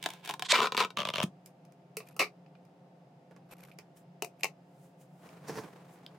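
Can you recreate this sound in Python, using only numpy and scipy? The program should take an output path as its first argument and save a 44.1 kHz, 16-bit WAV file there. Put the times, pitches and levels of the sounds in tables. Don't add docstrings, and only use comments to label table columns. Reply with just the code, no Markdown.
import sys
import numpy as np
from scipy import signal
from scipy.fft import rfft, irfft
from scipy.io import wavfile
from scipy.ndimage import uniform_filter1d

SR = 44100
rng = np.random.default_rng(int(sys.argv[2]) if len(sys.argv) > 2 else 0)


def pcm_store(signal):
    levels = np.round(np.clip(np.atleast_2d(signal), -1, 1) * 32767)
    wavfile.write(sys.argv[1], SR, levels.astype(np.int16).T)


N = 272538
SIZE = 4096
HZ, AGE = np.fft.rfftfreq(SIZE, 1 / SR), np.arange(SIZE) / SR
RELEASE_S = 0.5

# [t/s, level/dB, relative lift of the lows/dB]
RIM_SNAPS = [(0.0274, -35, -19.5), (0.0397, -32, -30), (0.0601, -24.5, -2.5), (0.0635, -31.5, 6),
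             (0.0885, -39.5, 4), (0.1038, -36.5, -33), (0.136, -45.5, 4), (0.25, -44.5, -10.5),
             (0.2587, -39, -5), (0.2759, -36.5, 0), (0.2921, -30, -9), (0.2976, -34, 9),
             (0.3096, -31.5, -2.5), (0.339, -36, 10), (0.395, -35, 4.5), (0.423, -26.5, 2.5),
             (0.5198, -16, -25), (0.588, -31.5, 15), (0.6042, -34.5, 16.5), (0.6163, -28, 10),
             (0.6214, -27.5, 9.5), (0.6298, -27, 7), (0.631, -28.5, -11), (0.642, -32, 13),
             (0.652, -30, -3), (0.656, -30.5, 10), (0.6705, -26, 4.5), (0.721, -27, 5), (0.747, -30.5, 11),
             (0.7677, -23.5, -19), (0.7761, -19.5, -2), (0.803, -20, 2), (0.8255, -27.5, 4),
             (0.834, -32, 10), (0.8472, -27, 7.5), (0.904, -41, 1)]
# [f/Hz, density/dB per Hz]
SLEEVE = [(53, -67), (90, -9.5), (155, 4.5), (210, 0), (488, 0), (593, -2), (977, -4), (1290, -8.5),
          (2040, -13), (3430, -21), (5530, -25.5), (16000, -36)]


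def gain_of(db):
    return 10 ** (np.asarray(db) / 20)


def evened(x):
    return x / np.sqrt(np.mean(x ** 2) + 1e-20)


def unit(x):
    return evened(x) / np.sqrt(x.shape[-1])


def steadied(x, size):
    return x / np.sqrt(abs(uniform_filter1d((x ** 2).mean(0), size)) + 1e-12)


def low_cut(x, hz, order):
    return signal.sosfilt(signal.butter(order, hz, "high", fs=SR, output="sos"), x)


def read(points, hz):
    f, value = np.transpose(points)
    return np.interp(np.log(hz + 1), np.log(f + 1), value)


def level(rows):
    s, db = np.transpose(rows)[:2]
    curve_db = np.interp(np.arange(N) / SR, s, db, left=-200, right=-200)
    return uniform_filter1d(gain_of(curve_db), size=130)


def strokes(rows):
    t = np.arange(N) / SR
    depth_db = 16.5
    gains = []
    for s, db, rise, fall in rows:
        away = np.maximum((s - t) / rise, (t - s) / fall)
        gains.append(gain_of(db - depth_db * np.minimum(away, 10)))
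    return np.linalg.norm(gains, axis=0)


def add(mix, s, sound):
    part = mix[:, max(round(s * SR), 0):][:, :sound.shape[1]]
    part += sound[:, :part.shape[1]]


def resonances(modes, hz=HZ):
    return sum(db / (1 + (2 * (hz - f) / width) ** 2) for f, width, db in modes)


def body(colour, modes=(), hz=HZ):
    return read(colour, hz) + resonances(modes, hz)


def close_modes(depth_db, size):
    ripple = uniform_filter1d(rng.standard_normal(len(HZ)), size=size)
    return depth_db * evened(uniform_filter1d(ripple, size=size))


def causal(db):
    log_gain = np.log(gain_of(np.maximum(db, db.max() - 100)))
    mirrored = np.r_[log_gain, log_gain[-2:0:-1]]
    return np.exp(np.conj(signal.hilbert(mirrored)))[:len(db)]


def bending(delay_s):
    delay = delay_s * np.sqrt(1300 / (HZ + 300))
    return np.exp(-2j * np.pi * np.cumsum(delay - delay.min()) * HZ[1])


def pair(apart, size, spacing_hz=1000, shadow_hz=7000, shadow=0.86):
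    shared, side = rng.standard_normal((2, size))
    side = low_cut(side, spacing_hz, order=1) + shadow * low_cut(side, shadow_hz, order=1)
    return shared + apart * np.array([side, -side])


def through(x, response):
    return signal.oaconvolve(x, irfft(response)[None], axes=1)[:, :N]


def clicks(rows, shape_db, gain_db, bend_s, scuff, scuff_s, ring_db, ring_t60, apart, pan_db,
           strain=0, scuff_hz=0):
    out = np.zeros((2, N))
    lows = read([(1300, 0.94), (2000, 0.027)], HZ)
    highs = read([(4000, 0.098), (9000, 1)], HZ)
    middle = (HZ > 1800) & (HZ < 5000)
    damping_db = -4.5 * highs
    grit = HZ / np.hypot(HZ + 1, scuff_hz)
    fade = np.minimum(1, 10 * (1 - AGE / AGE[-1])) ** 2
    pan = np.array([[pan_db], [-pan_db]]) / 2
    shapes = np.broadcast_to(shape_db, (len(rows), len(HZ)))
    for (s, db, low_db, high_db, *_), shape in zip(rows, shapes):
        rasp = unit(pair(apart, SIZE) * np.sqrt(AGE) * np.exp(-AGE / scuff_s))
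        force = np.sqrt(1 + scuff ** 2 * (1 - grit ** 2)) + scuff * grit * rfft(rasp)
        ring = unit(pair(apart, SIZE) * gain_of(-60 * AGE / ring_t60))
        drive = force + gain_of(ring_db + damping_db) * rfft(ring)
        bent_db = np.interp(HZ * (1 + strain * rng.uniform(-1.4, 1)), HZ, shape)
        response = causal(bent_db + .8 * low_db * lows + high_db * highs)
        z = drive * response * bending(bend_s * rng.uniform(.5, 1))
        click = fade * irfft(z) / np.linalg.norm(irfft(z * middle).mean(0))
        add(out, s, click * gain_of(gain_db + db + pan))
    return out


def crackle(envelope, shape_db, gain_db, per_s, size_db, bend_s, apart):
    slips = (rng.random(N) < per_s / SR) * rng.choice([-1, 1], N)
    slips = slips * gain_of(size_db * rng.standard_normal(N))
    side = apart * low_cut(slips * rng.standard_normal(N), 1200, order=1)
    sound = through(np.array([slips + side, slips - side]), causal(shape_db) * bending(bend_s))
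    return gain_of(gain_db) * steadied(sound, size=1100) * envelope


def rub(colour, grain_db, grain_size, apart):
    clumps = gain_of(grain_db * evened(uniform_filter1d(rng.standard_normal(N), size=grain_size)))
    return evened(through(pair(apart, N) * clumps, causal(body(colour))))


def room_tone(waver=1.0):
    # [f/Hz, density/dB per Hz]
    air_colour = [(18, -87.5), (30, -60), (103, -28.5), (124, -15), (174, -5.5), (204, -15), (426, -15),
                  (461, -26), (512, -9.5), (569, -19.5), (702, -13.5), (913, -24.5), (1130, -28),
                  (2230, -34.5), (16000, -56.5)]
    # [f/Hz, width/Hz, lift/dB]
    air_modes = [(142.9, 30, 11), (730, 460, 1.94), (2756, 300, 2.5), (5000, 110, 8.6)]
    # [f/Hz, likeness 0-1]
    air_same = [(60, 0.97), (180, 1), (550, 0.85), (1650, 0.031), (4970, 0.29), (15000, 0.02)]
    # [f/Hz, rms level/dB]
    hum_lines = [(177.6, -62.5), (285.3, -76.5), (527.6, -79.5), (699.8, -75), (893.6, -79)]
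    air_db = -62.5
    hz, t = np.fft.rfftfreq(N, 1 / SR), np.arange(N) / SR
    a, b = rfft(rng.standard_normal((2, N)))
    same = np.clip(read(air_same, hz), 0, 1)
    z = np.array([a, same * a + np.sqrt(1 - same ** 2) * b]) * gain_of(body(air_colour, air_modes, hz))
    out = gain_of(air_db) * irfft(z, N) / np.std(irfft(z * (hz > 200), N))
    knots = np.linspace(0, t[-1], num=40)
    for f, db in hum_lines:
        drift = waver * np.interp(t, knots, rng.standard_normal(len(knots)))
        out += gain_of(db) * np.sqrt(2) * np.sin(2 * np.pi * (f * t + rng.random()) + drift)
    return out


def rim_creep(seated):
    # [peak t/s, level/dB, rise/s, fall/s]
    creep = [(0.055, -44.5, 0.043, 0.02), (0.105, -49, 0.021, 0.12), (0.246, -46.5, 0.015, .05),
             (0.295, -40.5, 0.038, 0.046)]
    # [f/Hz, lift/dB]
    tilt = [(1000, -2), (4000, -4.5), (12000, 2)]
    return crackle(strokes(creep), seated + read(tilt, HZ), gain_db=-1.5, per_s=3300, size_db=3.0,
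                   bend_s=0.0017, apart=0.56)


def taut_snaps(seated):
    middling_db, high_lift_db = -34.5, 10.5
    brightening = .6
    snaps = [(s, db, low_db, high_lift_db + brightening * (middling_db - db))
             for s, db, low_db in RIM_SNAPS if s < RELEASE_S]
    return clicks(snaps, seated, gain_db=17.0, bend_s=0.0012, scuff=1.0, scuff_s=0.0018, ring_db=-5.5,
                  ring_t60=0.05, apart=0.45, pan_db=2.0, strain=0.03)


def thumps(rise_s=0.0016, lowest_hz=125):
    # [t/s, level/dB before swell and low cut, f/Hz, t60/s]
    flexes = [(0.061, -24.5, 666, 0.025), (0.293, -30.5, 853, 0.086), (0.527, -13.5, 593, .025),
              (0.531, -21, 998, 0.11), (0.534, -27, 2343, .12), (0.806, -31.5, 1049, 0.13),
              (1.237, -13.5, 182, 0.037), (1.236, -30.5, 388, 0.038), (1.970, -34.5, 433.6, 0.1),
              (2.196, -25.5, 610, 0.025), (2.226, -35, 420.6, 0.14), (4.224, -37.5, 700, 0.21),
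              (4.2239, -28.5, 427, 0.043), (4.443, -32.5, 1074, 0.073), (5.494, -33, 470, 0.043),
              (5.514, -38, 151, 0.15), (5.574, -36, 383, .045)]
    out, t = np.zeros((2, N)), np.arange(SR // 2) / SR
    for s, db, hz, t60 in flexes:
        ring = gain_of(db - 60 * t / t60) * (1 - np.exp(-t / rise_s)) * np.sin(2 * np.pi * hz * t)
        add(out, s, np.array([ring, ring]))
    return low_cut(out, lowest_hz, order=4)


def squeaks(scuff=.9, apart=.17, jitter=.05):
    # [t/s, level/dB, mean slips a second]
    squeak_tables = [
        [(0.448, -43, 500), (0.451, -42, 360), (0.463, -40, 1040), (0.471, -43.5, 810)],
        [(0.486, -41.5, 635), (0.497, -32, 750), (0.506, -24.5, 580), (0.512, -22, 520), (0.519, -21.5, 680),
         (0.5217, -14, 1820), (0.524, -25, 2400)],
    ]
    # [f/Hz, density/dB per Hz]
    squeal = [(240, -66), (400, -38.5), (504, -21), (801, -23), (1070, -4), (1290, -17.5), (1530, -7.5),
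              (2800, -9), (3260, -4.5), (5960, -13.5), (7750, -13.5), (11900, -34), (16000, -45)]
    response = causal(body(squeal, [(3580, 550, 5.2), (1000, 140, 4.8)]))
    out, t = np.zeros((2, N)), np.arange(N) / SR
    for rows in squeak_tables:
        s, _, rate = np.transpose(rows)
        uneven = 1 + jitter * evened(uniform_filter1d(rng.standard_normal(N), size=80))
        turns = np.cumsum(np.interp(t, s, rate) * uneven) / SR
        pulses = evened(np.diff(np.floor(turns), prepend=0))
        force = pulses + scuff * evened(pair(apart, N) * np.exp(-(turns % 1) / 0.39))
        out += level(rows) * steadied(through(force, response), size=170)
    return out


def loose_snaps(rim):
    snaps = [(s, db, low_db, -0.5) for s, db, low_db in RIM_SNAPS if s >= RELEASE_S]
    return clicks(snaps, rim, gain_db=17.0, bend_s=0.004, scuff=1.3, scuff_s=0.0012, ring_db=-5.5,
                  ring_t60=0.038, apart=0.35, pan_db=2.5, strain=0.022, scuff_hz=2200)


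def unzipping(rim, count=8, unevenness=0.53, spread_db=3.5, high_db=-2):
    # [start t/s, end t/s, level of a slip/dB, relative lift of lows/dB, lift of mids/dB]
    runs = [(0.533, 0.555, -25, -2.5, 9), (0.556, 0.579, -28.5, 0, 2), (0.581, 0.597, -31.5, 2, 4),
            (0.618, 0.66, -33.5, 5.5, -2.5), (0.782, 0.799, -31, -2.5, -1), (0.801, 0.823, -30.5, 2, 0)]
    slips, colours = [], []
    for start, end, db, low_db, mid_db in runs:
        uneven_s = unevenness * (end - start) / count * rng.uniform(-1, 1, count)
        times = np.linspace(start, end, count) + uneven_s
        sizes = rng.uniform(-0.74, 1, count)
        slips += [(s, db + spread_db * size, low_db, high_db) for s, size in zip(times, sizes)]
        colours += [rim + resonances([(1800, 830, mid_db)])] * count
    return clicks(slips, np.array(colours), gain_db=18.5, bend_s=0.0027, scuff=2.1, scuff_s=0.001,
                  ring_db=-10, ring_t60=0.023, apart=0.4, pan_db=2.5, strain=0.073, scuff_hz=1513)


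def dome_cracks(lid):
    # [t/s, level/dB]
    buckles = [(0.6034, -20), (0.839, -28)]
    return clicks([(s, db, 0, 0) for s, db in buckles], lid, gain_db=16.5, bend_s=0.002, scuff=.5,
                  scuff_s=0.0012, ring_db=-10, ring_t60=0.11, apart=0.35, pan_db=2)


def edge_scraping(lid):
    # [start t/s, end t/s, level/dB]
    pulls = [(0.968, 1.028, -42.5), (1.049, 1.094, -42), (1.133, 1.23, -41.5)]
    envelope = sum(level([(start, db), (end, db)]) for start, end, db in pulls)
    return crackle(envelope, lid, gain_db=1, per_s=780, size_db=9.0, bend_s=0.003213, apart=0.73)


def edge_catches(lid):
    # [t/s, level/dB, relative lift of the lows/dB]
    catch_rows = [(0.9706, -25, 2), (0.977, -40, 13), (0.9841, -28, -1.5), (0.989, -26.5, 1),
                  (1.002, -24, -2), (1.009, -35, 8), (1.0177, -30, 3.5), (1.0304, -33.5, 10),
                  (1.052, -26.5, 4), (1.065, -44, 5), (1.0722, -32.5, 7), (1.0879, -25, -3),
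                  (1.1015, -30.5, 0), (1.1368, -27.5, -0.5), (1.1417, -34.5, -6), (1.1571, -24, -1.5),
                  (1.1688, -32, -5), (1.182, -25.5, 1.5), (1.1925, -34, 6), (1.2012, -24, 4),
                  (1.2138, -30.5, 3), (1.2281, -27.5, 6)]
    # [t/s, level/dB, relative lift of the lows/dB, of the highs/dB]
    flicks = [(1.2308, -31, -14, 22.5), (1.237, -30, -3, 18.5)]
    catches = [(s, db, low_db, 5) for s, db, low_db in catch_rows]
    return clicks(catches + flicks, lid, gain_db=16.5, bend_s=0.00439, scuff=1.74, scuff_s=0.001,
                  ring_db=2, ring_t60=0.016, apart=0.3, pan_db=2.5, strain=0.028, scuff_hz=3980)


def lid_sounds():
    # [f/Hz, density/dB per Hz]
    rim_colour = [(71, -42.5), (120, -16), (147, -12.5), (278, -12), (418, -6), (483, -13), (569, -9.5),
                  (712, -3.5), (1120, -1.5), (1860, -7.5), (2290, -7), (2590, -4.5), (3450, -6.5),
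                  (4410, -13), (16000, -36)]
    lid_colour = [(71, -18), (120, -3.5), (209, 2), (284, -11.5), (643, -2), (805, -1.5), (988, -2.5),
                  (1190, -2), (1400, -6.5), (1940, -6), (2990, 1.5), (4980, -13), (6500, -16.5),
                  (7660, -24.5), (16000, -35)]
    # [f/Hz, width/Hz, lift/dB]
    rim_modes = [(430.4, 40, 3.5), (640, 120, -5.5), (821, 220, -8.5), (1014, 37, 6), (1057, 130, 6),
                 (1680, 650, -3.5), (2290, 110, 6.5), (2940, 120, 3), (3596, 450, 4)]
    lid_modes = [(587, 220, 7.5), (793, 89, -10), (993, 61, 8.5), (1162, 112, 7.5), (1960, 200, -4),
                 (3220, 740, 3.5)]
    # [f/Hz, width/Hz, lift/dB]
    seated_modes = [(311.3, 31, 4.5), (705, 84, 11), (862.7, 140, 10), (1155, 180, -14), (1650, 200, 7.5),
                    (15000, 2700, 4)]
    # [f/Hz, left-right/dB]
    balance = [(700, -1.5), (1300, 1), (2400, .5), (4400, -4.5), (8000, -3.5), (15000, -2.5)]
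    rim = body(rim_colour, rim_modes) + close_modes(depth_db=3.5, size=5)
    seated = body(rim_colour, rim_modes + seated_modes)
    lid = body(lid_colour, lid_modes) + close_modes(depth_db=1.0, size=5)
    out = rim_creep(seated) + taut_snaps(seated) + squeaks()
    out += loose_snaps(rim) + unzipping(rim) + dome_cracks(lid)
    out += edge_scraping(lid) + edge_catches(lid)
    out = low_cut(out, 54, order=2)
    lean_db = read(balance, np.fft.rfftfreq(N, 1 / SR)) / 2
    return irfft(rfft(out) * gain_of([lean_db, -lean_db]), N)


def finger_ticks():
    # [t/s, level/dB, relative lift of the highs/dB]
    tick_rows = [(1.46, -53.5, 25.5), (1.651, -62, 13), (1.722, -63.5, 16.5), (2.462, -59, -27.5),
                 (2.552, -57, -20.5), (2.651, -67, 16), (3.363, -62.5, 9.5), (3.715, -48, -35.5),
                 (3.787, -43.5, 8.5), (5.2894, -51, 4)]
    # [f/Hz, density/dB per Hz]
    nail = [(470, -30), (800, -24), (1950, -6), (2410, 5.5), (3560, -10), (4400, -8.5), (4990, -2.5),
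            (7640, -17), (12100, -21), (16000, -28)]
    nail_db, pad_slope, pad_most_db = -48.5, 2.8, 19
    ticks = [(s, db, np.clip(pad_slope * (nail_db - db), -pad_most_db, pad_most_db), high_db)
             for s, db, high_db in tick_rows]
    return clicks(ticks, body(nail), gain_db=16.0, bend_s=0.00024, scuff=4.4, scuff_s=0.0012,
                  ring_db=11.0, ring_t60=0.098, apart=0.54, pan_db=-0.5)


def finger_slides():
    # [peak t/s, level/dB, rise/s, fall/s]
    slides = [(1.475, -64.5, 0.029, 0.033), (2.078, -63.5, 0.065, .06), (2.11, -62.5, 0.018, 0.029),
              (3.515, -56, 0.025, 0.048), (3.588, -63.5, .02, 0.055), (3.632, -52.5, 0.032, 0.023),
              (3.682, -59.5, 0.02, 0.048), (4.41, -57, 0.021, 0.043)]
    # [f/Hz, density/dB per Hz]
    skin = [(900, -16), (1700, -9.5), (2450, 0.5), (3400, -13), (6000, -14), (10000, -13.5), (13000, -7.5),
            (16000, -44)]
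    # [f/Hz, density/dB per Hz]
    pad = [(150, -12), (430, -2.5), (800, -2.5), (1400, -5), (2200, -16.5), (4000, -19.5), (16000, -37)]
    hiss = rub(skin, grain_db=6.5, grain_size=260, apart=0.39)
    dull_scuff = gain_of(0.5) * rub(pad, grain_db=6.5, grain_size=300, apart=0.45)
    return strokes(slides) * (hiss + dull_scuff)


def lid_laid_down():
    # [t/s, level/dB, relative lift of lows/dB, of highs/dB, dome ring f/Hz before a random shift]
    blows = [(1.9693, -33.5, 0.5, 22, 2470), (2.0037, -42.5, 7, -3.5, 2710),
             (2.1653, -50, 18.5, 25.5, 2650), (2.193, -25.5, -5.5, 7, 2800), (2.1954, -19.5, -1.5, 8, 2790),
             (2.2009, -27, 7, 8, 2410), (2.2049, -19, -5, -7.5, 2450), (2.2075, -26, -1.5, 5.5, 2400),
             (2.2153, -25, 7.5, 6, 2390), (2.219, -30.5, -2, -2.5, 2510), (2.225, -25, 2, 3.5, 2410),
             (2.2303, -32.5, -7.5, 3.5, 2380), (2.2409, -33.5, -5.5, -3, 2390)]
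    # [f/Hz, density/dB per Hz]
    table_colour = [(88, -34.5), (150, -19.5), (244, -18), (431, -5), (720, -5.5), (860, -14), (1150, -2),
                    (1630, -13.5), (2360, -6), (2950, -10), (3420, -17.5), (4300, -9.5), (6140, -18),
                    (6910, -23.5), (12900, -28), (16000, -34)]
    # [f/Hz, width/Hz, lift/dB]
    table_modes = [(1590, 250, -8), (2040, 150, 3), (3270, 450, -9.5)]
    dome = [body(table_colour, table_modes + [(hz, 610, 10)]) for *_, hz in blows]
    return clicks(blows, dome, gain_db=18.0, bend_s=.0015, scuff=1.13, scuff_s=0.0027, ring_db=2.5,
                  ring_t60=0.12, apart=0.54, pan_db=0.5, strain=0.053, scuff_hz=1200)


def hand_bumps():
    # [t/s, level/dB]
    bump_rows = [(3.311, -57.5), (3.788, -54.5), (3.364, -57.5), (5.441, -54.5), (5.484, -43.5),
                 (5.495, -41), (5.524, -49), (5.556, -42.5), (5.574, -41.5), (5.586, -42.5), (5.637, -47)]
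    # [f/Hz, width/Hz, lift/dB]
    bump_modes = [(448, 110, 6), (651, 140, -5), (1273, 140, -8.5), (1770, 1300, 4.5)]
    bumps = [(s, db, 3, 1.5) for s, db in bump_rows]
    return clicks(bumps, body(SLEEVE, bump_modes), gain_db=15.5, bend_s=0.000945, scuff=1.7,
                  scuff_s=0.0071, ring_db=0.0, ring_t60=0.59, apart=0.3, pan_db=-3.5, strain=0.018)


def cloth_swishes():
    # [peak t/s, level/dB, rise/s, fall/s]
    swishes = [(3.972, -64.5, 0.014, 0.044), (4.85, -73, 0.17, 0.079), (5.015, -67.5, 0.028, 0.047),
               (5.27, -72, 0.17, 0.19), (5.65, -72, 0.4, 0.17), (5.94, -70, 0.092, 0.056)]
    # [f/Hz, density/dB per Hz]
    cloth = [(2000, -3), (4500, -8.5), (7500, -1.5), (12000, -5.5), (16000, -8)]
    return gain_of(4.0) * strokes(swishes) * rub(cloth, grain_db=0.3, grain_size=200, apart=0.41)


def hard_taps():
    # [t/s, level/dB, relative lift of lows/dB, of highs/dB, ring f/Hz before a random shift]
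    taps = [(4.2223, -28.5, 10, 13, 2770), (4.2461, -38, 7, 15.5, 2550), (4.433, -21, -28, -6, 2740),
            (4.4345, -24, -7, 5, 2670), (4.4431, -25, 7.5, 11.5, 2250), (4.4535, -30, 5, -15, 2140)]
    # [f/Hz, density/dB per Hz]
    knock_colour = [(88, -42), (150, -26.5), (303, -10.5), (398, 1), (566, -6), (702, -2.5), (774, 0.5),
                    (1100, -11), (1600, -10), (2180, -2.5), (3490, -9.5), (5790, -12), (11500, -26.5),
                    (16000, -27)]
    # [f/Hz, width/Hz, lift/dB]
    knock_modes = [(1080, 176, 4), (1630, 560, -8.5), (3375, 270, -18), (6000, 370, 3), (12180, 820, 9)]
    knock = [body(knock_colour, knock_modes + [(hz, 550, 13)]) for *_, hz in taps]
    return clicks(taps, knock, gain_db=17.5, bend_s=0.0018, scuff=2.3, scuff_s=0.002, ring_db=-0.5,
                  ring_t60=0.11, apart=0.43, pan_db=4.5, strain=0.013, scuff_hz=2000)


def sleeve_drags():
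    # [peak t/s, level/dB, rise/s, fall/s]
    reaches = [(5.25, -55.5, 0.068, 0.48), (5.5, -44.5, 0.065, 0.1), (5.58, -46, 0.11, 0.088),
               (5.7, -57.5, 0.35, 1.9)]
    return strokes(reaches) * rub(SLEEVE, grain_db=2.5, grain_size=500, apart=0.51)


def hand_scrapes():
    # [peak t/s, level/dB, rise/s, fall/s]
    scrapes = [(5.485, -47.5, 0.013, 0.047), (5.507, -63, 0.022, 0.07), (5.58, -51.5, 0.072, 0.06)]
    # [f/Hz, density/dB per Hz]
    scraping = [(2500, -28.5), (4000, -9), (4800, -3), (5800, -2), (7500, -10), (9500, -11.5),
                (11500, -13.5), (16000, -18)]
    return strokes(scrapes) * rub(scraping, grain_db=0.0, grain_size=120, apart=0.3)


def spoon_clicks():
    # [t/s, level/dB, relative lift of the lows/dB, of the highs/dB]
    spoon_rows = [(6.0636, -42.5, 6.5, -3.5)]
    # [f/Hz, density/dB per Hz]
    spoon = [(300, -21.5), (1300, -24), (2200, -13), (2800, -2), (3400, 1), (4200, -10), (5000, -2.5),
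             (6800, -23.5), (10000, -19), (16000, -23)]
    return clicks(spoon_rows, body(spoon), gain_db=20, bend_s=0.00033, scuff=8.1, scuff_s=0.00097,
                  ring_db=-18, ring_t60=0.028, apart=0.14, pan_db=-0.5)


def room(x, first_s=0.0086, apart=.67):
    # [f/Hz, t60/s]
    decay = [(200, 0.16), (700, 0.15), (2500, 0.093), (6000, 0.12), (14000, 0.095)]
    hz, t, z = signal.stft(pair(apart, SR // 3), SR, nperseg=256)
    tail = signal.istft(z * gain_of(-60 * t / read(decay, hz)[:, None]), SR, nperseg=256)[1]
    tail *= 1 - np.exp(-(np.arange(tail.shape[1]) / SR / first_s) ** 2)
    return signal.oaconvolve(x, unit(tail), axes=1)[:, :N]


def scene():
    near = lid_sounds() + thumps()
    far = finger_ticks() + lid_laid_down() + hand_bumps() + hard_taps() + spoon_clicks()
    rubbing = finger_slides() + cloth_swishes() + sleeve_drags() + hand_scrapes()
    echoes = room(gain_of(-13.5) * near + gain_of(-12.0) * far)
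    return room_tone() + near + far + echoes + rubbing


def record(dry):
    low_pass = signal.firwin(255, 16300, window=("kaiser", 9), fs=SR)
    return signal.oaconvolve(dry, low_pass[None], "same")


dry = scene()
out = record(dry)
pcm_store(out)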